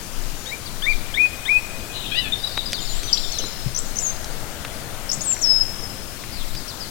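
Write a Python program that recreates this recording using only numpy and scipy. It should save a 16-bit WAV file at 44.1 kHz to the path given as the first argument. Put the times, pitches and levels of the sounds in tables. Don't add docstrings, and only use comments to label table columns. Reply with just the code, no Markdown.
import sys
import numpy as np
from scipy import signal
from scipy.fft import rfft, irfft, next_fast_len
from scipy.io import wavfile
from scipy.ndimage import uniform_filter1d, map_coordinates

SR = 44100
rng = np.random.default_rng(int(sys.argv[2]) if len(sys.argv) > 2 else 0)


def pcm_store(signal):
    levels = np.round(np.clip(np.atleast_2d(signal), -1, 1) * 32767)
    wavfile.write(sys.argv[1], SR, levels.astype(np.int16).T)


N = 304290


def amp(db):
    return 10 ** (np.asarray(db) / 20)


def unit(x):
    return x / np.sqrt(np.mean(x ** 2) + 1e-20)


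def along(points, hz):
    freqs, values = np.transpose(points)
    return np.interp(np.log(hz + 1), np.log(freqs + 1), values)


def wobble(rate, size):
    return map_coordinates(rng.standard_normal(2048), [np.arange(size) * rate / SR], mode="mirror")


def filtered(x, response):
    size = next_fast_len(x.shape[-1] + 8192)
    return irfft(rfft(x, size) * response(np.fft.rfftfreq(size, 1 / SR)), size)[..., :x.shape[-1]]


def bandpass(x, band_hz, order):
    return signal.sosfilt(signal.butter(order, band_hz, "bandpass", fs=SR, output="sos"), x)


def add(track, start, sound):
    part = track[max(round(start * SR), 0):][:len(sound)]
    part += sound[:len(part)]


def left(x, right_db, lag_s=0.00084):
    near, far = np.broadcast_to(x, (2, N))
    return np.array([near, amp(right_db) * np.pad(far, (round(lag_s * SR), 0))[:N]])


# (frequency [Hz], time to decay by 60 dB [s])
TREE_DECAY = [(500, 0.88), (2500, 1.8), (3600, 1.7), (5200, 1.53), (9000, 0.48)]
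def trees(x, near_db, far_db):
    hz, age, spectra = signal.stft(rng.standard_normal((2, SR)), SR, nperseg=256)
    decay = amp(-60 * age / along(TREE_DECAY, hz)[:, None])
    t = np.arange(SR) / SR
    tail = signal.istft(spectra * decay, SR, nperseg=256)[1][:, :SR] * (1 - np.exp(-t / 0.018))
    scatter = rng.standard_normal((2, SR)) * amp(-60 * t / 0.15) * (t > 0.003)
    echo = (amp(near_db) * unit(scatter) + amp(far_db) * unit(tail)) / np.sqrt(SR)
    return x + signal.fftconvolve(x[None], echo, axes=1)[:, :N]


# (frequency [Hz], left minus right [dB])
BALANCE = [(60, 18.5), (110, 9), (200, 4), (380, 7), (700, 5), (1290, 10), (2380, 13), (4400, 19.5),
           (8120, 16.5), (15000, 19.5)]
# (frequency [Hz], coherence [0-1])
COHERENCE = [(60, 0.06), (130, 0.55), (290, 0.46), (640, 0.59), (1410, 0.27), (3100, 0.21), (6820, 0.047),
             (15000, 0.07)]
def noise_field(spectrum, patchy_db):
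    def mid_side(hz):
        angle = np.arccos(along(COHERENCE, hz)) / 2
        return amp(along(spectrum, hz)) * np.array([np.cos(angle), np.sin(angle)])

    def pan(hz):
        ratio = amp(along(BALANCE, hz))
        return np.array([ratio, np.ones_like(hz)]) / np.hypot(1, ratio)

    spectra = signal.stft(rng.standard_normal((2, N)), nperseg=512)[2]
    patches = uniform_filter1d(rng.standard_normal(spectra.shape[1:]), size=5, axis=0)
    patches = uniform_filter1d(patches, size=14, axis=1)
    pair = signal.istft(spectra * amp(patchy_db * unit(patches)), nperseg=512)[1][:, :N]
    mid, side = filtered(pair, mid_side)
    both = filtered(np.array([mid + side, mid - side]), pan)
    return both / np.std(both.mean(axis=0))


# (frequency [Hz], relative spectral density [dB])
AIR_SPECTRUM = [(25, 2), (55, 2.5), (100, 1), (155, -4.5), (230, -4), (600, -12.5), (1200, -13),
                (2900, -14.5), (4750, -14.5), (7400, -16), (16000, -22)]
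HUSH_SPECTRUM = [(60, -46), (120, 5.5), (250, -9.5), (450, -2.5), (660, 1.5), (1030, -8.5), (1400, -3.5),
                 (2400, -13), (3500, -16), (6000, -60)]
# (time [s], level [dB])
HUSH_SWELL = [(0, -49.5), (1.5, -46), (2.4, -44), (3.5, -45), (4.4, -39.5), (5.2, -42), (6, -46),
              (6.9, -51)]
def open_air():
    air = amp(-36.5) * noise_field(AIR_SPECTRUM, patchy_db=1.5)
    swell = amp(np.interp(np.arange(N) / SR, *np.transpose(HUSH_SWELL)))
    return air + swell * noise_field(HUSH_SPECTRUM, patchy_db=1.0)


# (time [s], half-width [s], level [dB])
GUSTS = [(0.246, 0.091, -24.5), (0.93, 0.14, -21.5), (1.52, 0.13, -33), (2.194, .12, -33),
         (2.937, .09, -21.5), (3.394, 0.51, -27.5), (4.267, 0.21, -27.5), (5.096, 0.1, -29.5),
         (5.646, .25, -32.5), (6.485, 0.11, -22)]
def wind(breeze_db=-37.5):
    t = np.arange(N) / SR
    gusts = sum(amp(db) * np.exp(-((t - peak) / width) ** 2) for peak, width, db in GUSTS)
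    spectrum = [(3, -7), (12, -9), (22, 1.5), (38, -27), (90, -55)]  # (frequency [Hz], gain [dB])
    buffet = unit(filtered(rng.standard_normal((2, N)), lambda hz: amp(along(spectrum, hz))))
    return left((amp(breeze_db) + gusts) * buffet, right_db=-26)


def chirps(notes, rasp_hz, rasp_depth, flutter_db, attack_share):
    track = np.zeros(N)
    for start, length, first_hz, middle_hz, last_hz, db, rasp in notes:
        progress = np.linspace(0, 1, max(int(length * SR), 64))
        arc = np.polyval(np.polyfit([0, 0.5, 1], [first_hz, middle_hz, last_hz], 2), progress)
        hz = arc * (1 + rasp * rasp_depth * wobble(rasp_hz, len(arc)))
        shape = np.clip(progress / attack_share, 0, 1) * np.sqrt(1 - progress ** 2)
        gain = amp(db + flutter_db * wobble(215, len(arc))) * shape
        add(track, start, gain * np.sin(2 * np.pi * np.cumsum(hz) / SR))
    return track


def phrase(start, length, centre_hz, db, count=38, spread_octaves=0.3, glide=0.117):
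    jitter, pitch, accent, stretch, lift = rng.uniform(-1.1, 1, (count, 5)).T
    starts = start + length * (np.arange(count) + 0.5 + jitter / 2) / count
    lengths = 0.021 * 1.2 ** stretch
    hz = centre_hz * 2 ** (spread_octaves * pitch)
    first_hz, last_hz = hz * (1 + glide * (lift + 0.5)), hz * (1 - glide * (stretch + 0.5))
    rasp = np.abs(jitter) / 2
    return np.transpose([starts, lengths, first_hz, hz, last_hz, db + 3 * accent, rasp])


# (time [s], duration [s], centre frequency [Hz], relative level [dB])
PHRASES = [(0, 0.58, 5660, -42.5), (0.61, 0.4, 3990, -44.5), (1.915, .2, 3450, -35),
           (2.35, .53, 4307, -31.5), (2.851, 0.55, 3810, -35), (3.497, 0.87, 4600, -43),
           (6.148, 0.72, 4490, -40)]
def distant_warble():
    notes = np.vstack([phrase(*row) for row in PHRASES])
    song = chirps(notes, rasp_hz=313, rasp_depth=0.091, flutter_db=3.0, attack_share=0.2)
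    return left(amp(-1.5) * trees(song, near_db=-3.5, far_db=-3.5), right_db=-27.5)


def embers(count):
    when, size = rng.random((count, 2)).T
    ticks = np.bincount((when * N).astype(int), amp(-42 + 20 * size ** 5), minlength=N)
    return trees(bandpass(ticks, [900, 11000], order=1), near_db=-12, far_db=-24)


def glide_down(start, length, hz, db, fall, rasp):
    return start, length, hz * (1 + fall), hz, hz * (1 - fall), db, rasp


# (time [s], duration [s], middle frequency [Hz], relative level [dB])
THIN_WHISTLES = [(0.363, 0.17, 6820, -44), (1.248, 0.7, 8000, -49.5), (2.8, 0.072, 7000, -36.5),
                 (2.889, 0.074, 7020, -34), (2.945, 0.069, 7620, -38), (3.035, 0.072, 6030, -34),
                 (3.087, 0.26, 7260, -38), (3.156, 0.23, 5400, -38), (3.389, 0.33, 5230, -40),
                 (3.453, 0.046, 6760, -37), (5.32, 0.098, 5820, -38)]
# (time [s], duration [s], middle frequency [Hz], relative level [dB], fall per half [ratio])
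SLURS = [(0.657, 0.031, 4070, -36, 0.26), (0.891, 0.049, 4620, -38, 0.028), (0.928, 0.0188, 3580, -35, .17),
         (1.939, 0.075, 3910, -33, 0.037), (2.054, 0.041, 3340, -32, 0.12),
         (2.245, 0.033, 2460, -32, 0.053), (2.655, 0.037, 4830, -32.5, 0.043),
         (2.733, 0.03, 4380, -28, .05), (2.761, 0.047, 3450, -30, .14), (2.892, 0.029, 4100, -31.5, 0.071),
         (3.073, 0.047, 3540, -33, 0.106), (3.231, 0.044, 3520, -31.5, 0.024),
         (3.312, 0.068, 4270, -31, 0.034), (3.364, 0.052, 3390, -34, 0.22),
         (3.413, .076, 4050, -34.5, .025), (3.85, .07, 6500, -42, 0.072), (6.312, 0.096, 4460, -37, 0.15),
         (6.397, .035, 3410, -38, 0.094), (6.561, .032, 4760, -31, 0.052), (6.675, .05, 4600, -34.5, 0.28),
         (6.797, 0.069, 4650, -34, 0.13)]
def far_twitter():
    notes = [glide_down(*row, rasp=0.4) for row in SLURS]
    notes += [glide_down(*row, fall=0.0134, rasp=0.168) for row in THIN_WHISTLES]
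    song = chirps(notes, rasp_hz=269.5, rasp_depth=0.076, flutter_db=2.0, attack_share=0.11)
    return left(amp(5) * trees(song, near_db=-5, far_db=-12), right_db=-27.5)


def envelope(t, attack_s, release_s):
    return np.clip(t / attack_s, 0, 1) * np.clip((t[-1] - t) / release_s, 0, 1)


def syrinx(start, hz, gain, harmonics, flutter_db, waver):
    phase = 2 * np.pi * np.cumsum(hz * (1 + waver * wobble(187.4, len(hz)))) / SR
    level = gain * amp(flutter_db * wobble(158, len(hz)))
    track = np.zeros(N)
    add(track, start, level * sum(amp(db) * np.sin(k * phase) for k, db in harmonics))
    return track


# (time [s], duration [s], leap delay [s], low pitch [Hz], top pitch [Hz],
# closing pitch [Hz], closing time constant [s], lead-in level [dB], held level [dB])
RISING_NOTES = [(0.457, 0.098, 0.051, 1904, 2450, 2200, 0.0038, -28.5, -19.5),
                (0.82, 0.11, 0.037, 1811, 2440, 2000, 0.0073, -19, -8),
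                (1.138, 0.13, .029, 1852, 2489, 2510, .01, -20.5, -7),
                (1.452, 0.14, 0.024, 1860, 2482, 2620, 0.014, -21, -8)]
def rising_whistles(scoop=0.248, scoop_s=0.0075, leap_s=0.0165, fade_db_per_s=24):
    song = np.zeros(N)
    for start, length, delay, low_hz, top_hz, closing_hz, bend_s, lead_db, held_db in RISING_NOTES:
        t = np.arange(int(length * SR)) / SR
        leap = 1 - np.exp(-(np.maximum(t - delay, 0) / leap_s) ** 1.15)
        hz = low_hz * (1 - scoop * np.exp(-t / scoop_s))
        hz += (top_hz - low_hz) * leap
        hz += (closing_hz - top_hz) * np.exp((t - length) / bend_s)
        lead = amp(lead_db) * (1 - leap)
        held = amp(held_db - fade_db_per_s * (t - delay)) * leap ** 1.4
        fundamental = held + amp(-11) * lead
        octave = amp(-48) * held + lead * (1 - leap) ** 5
        harmonics = [(1, 0), (2, 20 * np.log10(octave / fundamental))]
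        gain = fundamental * envelope(t, attack_s=0.0039, release_s=0.014)
        song += syrinx(start, hz, gain, harmonics, flutter_db=1.5, waver=0.0025)
    return left(trees(song, near_db=-10.5, far_db=-22), right_db=-29.5)


# (time [s], peak level [dB], centre frequency [Hz], half-bandwidth [octaves], splutter [ratio])
POPS = [(1.2582, -19.5, 1180, 1.4, 0.074), (2.577, -6.5, 1230, 1.3, 0.019), (2.722, -14, 5060, 0.68, 0.051),
        (2.732, -3.5, 3060, 1.04, 0.048), (3.033, -13.5, 3200, 1.2, 0.11), (3.44, -24.5, 1210, 0.69, 0.12),
        (4.2448, -15.5, 4740, 0.5, 0.08), (4.6491, -17, 1260, 1.24, 0.29), (5.319, -26, 2700, 0.12, 0.044),
        (5.367, -23.5, 1680, 0.43, 0.05), (6.238, -25, 1450, 0.69, 0.16), (6.551, -19, 3460, 0.7, 0.13)]
def fire():
    track, t = np.zeros(N), np.arange(2048) / SR
    for start, db, hz, width, splutter in POPS:
        burst = splutter * rng.standard_normal(len(t)) * amp(-60 * t / 0.033)
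        burst[0] = 1
        band_hz = np.clip([hz / 2 ** width, hz * 2 ** width], 50, 0.45 * SR)
        snap = bandpass(burst, band_hz, order=2)
        knock = bandpass(burst, [300, 900], order=1)
        pop = snap + amp(-3.5) * width * knock
        add(track, start, amp(db) * pop / np.abs(pop).max())
    return trees(track, near_db=-25, far_db=-38)


# (time [s], fundamental [Hz], level [dB])
NASAL_CONTOUR = [(2.115, 785, -20), (2.126, 829, -21.5), (2.148, 836, -19), (2.167, 970, -19.5),
                 (2.189, 995, -14.5), (2.207, 971, -25), (2.221, 906, -26), (2.285, 846, -25.5)]
# (harmonic [number], relative level [dB])
NASAL_HARMONICS = [(2, -12.5), (3, -2.5), (4, -3), (5, -14)]
def nasal_call():
    times, hz, db = np.transpose(NASAL_CONTOUR)
    t = np.arange(times[0], times[-1], 1 / SR)
    gain = amp(np.interp(t, times, db)) * envelope(t - times[0], attack_s=0.0036, release_s=0.0049)
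    call = syrinx(times[0], np.interp(t, times, hz), gain, NASAL_HARMONICS, flutter_db=2.0, waver=0.013)
    return left(trees(call, near_db=-5, far_db=-21), right_db=-29.5)


# (time [s], duration [s], top frequency [Hz], level [dB], rasp [0-1])
PEEPS = [(2.32, 0.03, 3667, -15, 0.03), (2.43, 0.055, 3950, -22.5, 0), (2.57, 0.033, 3890, -15.5, 0),
         (3.126, .023, 5075, -10.5, 0.77), (5.092, 0.013, 5470, -15.5, 0.5)]
# (time [s], duration [s], first frequency [Hz], last frequency [Hz], level [dB], rasp [0-1])
CHIPS = [(3.172, 0.0139, 2575, 4790, -13, 1), (3.318, 0.0097, 5000, 6700, -20, 0.3),
         (3.383, 0.016, 4870, 6900, -16.5, 0.54), (3.747, 0.0071, 5600, 6150, -19, 0),
         (3.761, 0.0065, 5300, 6450, -11.5, 0), (3.772, 0.022, 4560, 7950, -16, 0),
         (3.957, 0.0087, 5500, 6550, -26.5, .1), (3.967, 0.01, 5950, 6720, -13.5, 0),
         (3.985, 0.012, 4970, 7700, -14, 0.1), (5.1145, 0.011, 4170, 7500, -12, 0),
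         (5.129, .015, 5150, 8100, -14, 0), (5.208, 0.0078, 3900, 8660, -15, 0.3),
         (5.212, 0.029, 6400, 7240, -20, 0)]
def near_calls(peep_end_ratio=0.9375, chip_midway_rise=0.65):
    peeps = [(start, length, hz * peep_end_ratio, hz, hz * peep_end_ratio, db, rasp)
             for start, length, hz, db, rasp in PEEPS]
    chips = [(start, length, low, low + chip_midway_rise * (high - low), high, db, rasp)
             for start, length, low, high, db, rasp in CHIPS]
    calls = chirps(chips + peeps, rasp_hz=575, rasp_depth=0.1, flutter_db=4.1, attack_share=0.18)
    return left(trees(calls, near_db=-6.5, far_db=-15), right_db=-27.5)


# (time [s], level [dB], frequency [Hz], right minus left [dB])
KNOCKS = [(3.39, -26, 528, -0.5), (3.435, -24.5, 438, -5), (3.66, -6.5, 114.6, -23),
          (5.174, -18, 173, -16.5)]
def knocks(attack_s=0.0035, t60_s=0.094):
    both, t = np.zeros((2, N)), np.arange(SR // 3) / SR
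    for start, db, hz, right_db in KNOCKS:
        phase = 2 * np.pi * np.cumsum(hz * (1 + 0.215 * wobble(161, len(t)))) / SR
        knock = amp(db - 60 * t / t60_s) * (1 - np.exp(-t / attack_s)) * np.sin(phase)
        add(both[0], start, knock)
        add(both[1], start, amp(right_db) * knock)
    return both


# (time [s], duration [s], first pitch [Hz], settled pitch [Hz],
# time constant [s], relative level [dB], swell [dB])
FALLING_NOTES = [(3.999, 0.12, 8200, 6280, 0.037, -14, 12), (5.227, 0.13, 10360, 7320, .0245, -11, 30),
                 (5.411, 0.229, 8560, 5313, 0.011, -8.5, 14)]
def falling_whistles(sag_hz_per_s=950):
    song = np.zeros(N)
    for start, length, first_hz, settled_hz, settle_s, db, swell_db in FALLING_NOTES:
        t = np.arange(int(length * SR)) / SR
        drop = np.exp(-t / settle_s)
        hz = settled_hz + (first_hz - settled_hz) * drop - sag_hz_per_s * t
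        gain = amp(db - swell_db * drop) * envelope(t, attack_s=0.0021, release_s=0.04)
        song += syrinx(start, hz, gain, [(1, -1.5), (2, -45)], flutter_db=1.3, waver=0.004)
    return left(trees(song, near_db=-8, far_db=-15.5), right_db=-28)


def scene():
    near_birds = rising_whistles() + nasal_call() + near_calls() + falling_whistles()
    far_birds = distant_warble() + far_twitter()
    return near_birds + far_birds + embers(count=120) + fire() + knocks() + open_air() + wind()


def record(dry, top_hz=16150):
    return filtered(dry, lambda hz: hz < top_hz)


dry = scene()
out = record(dry)
pcm_store(out)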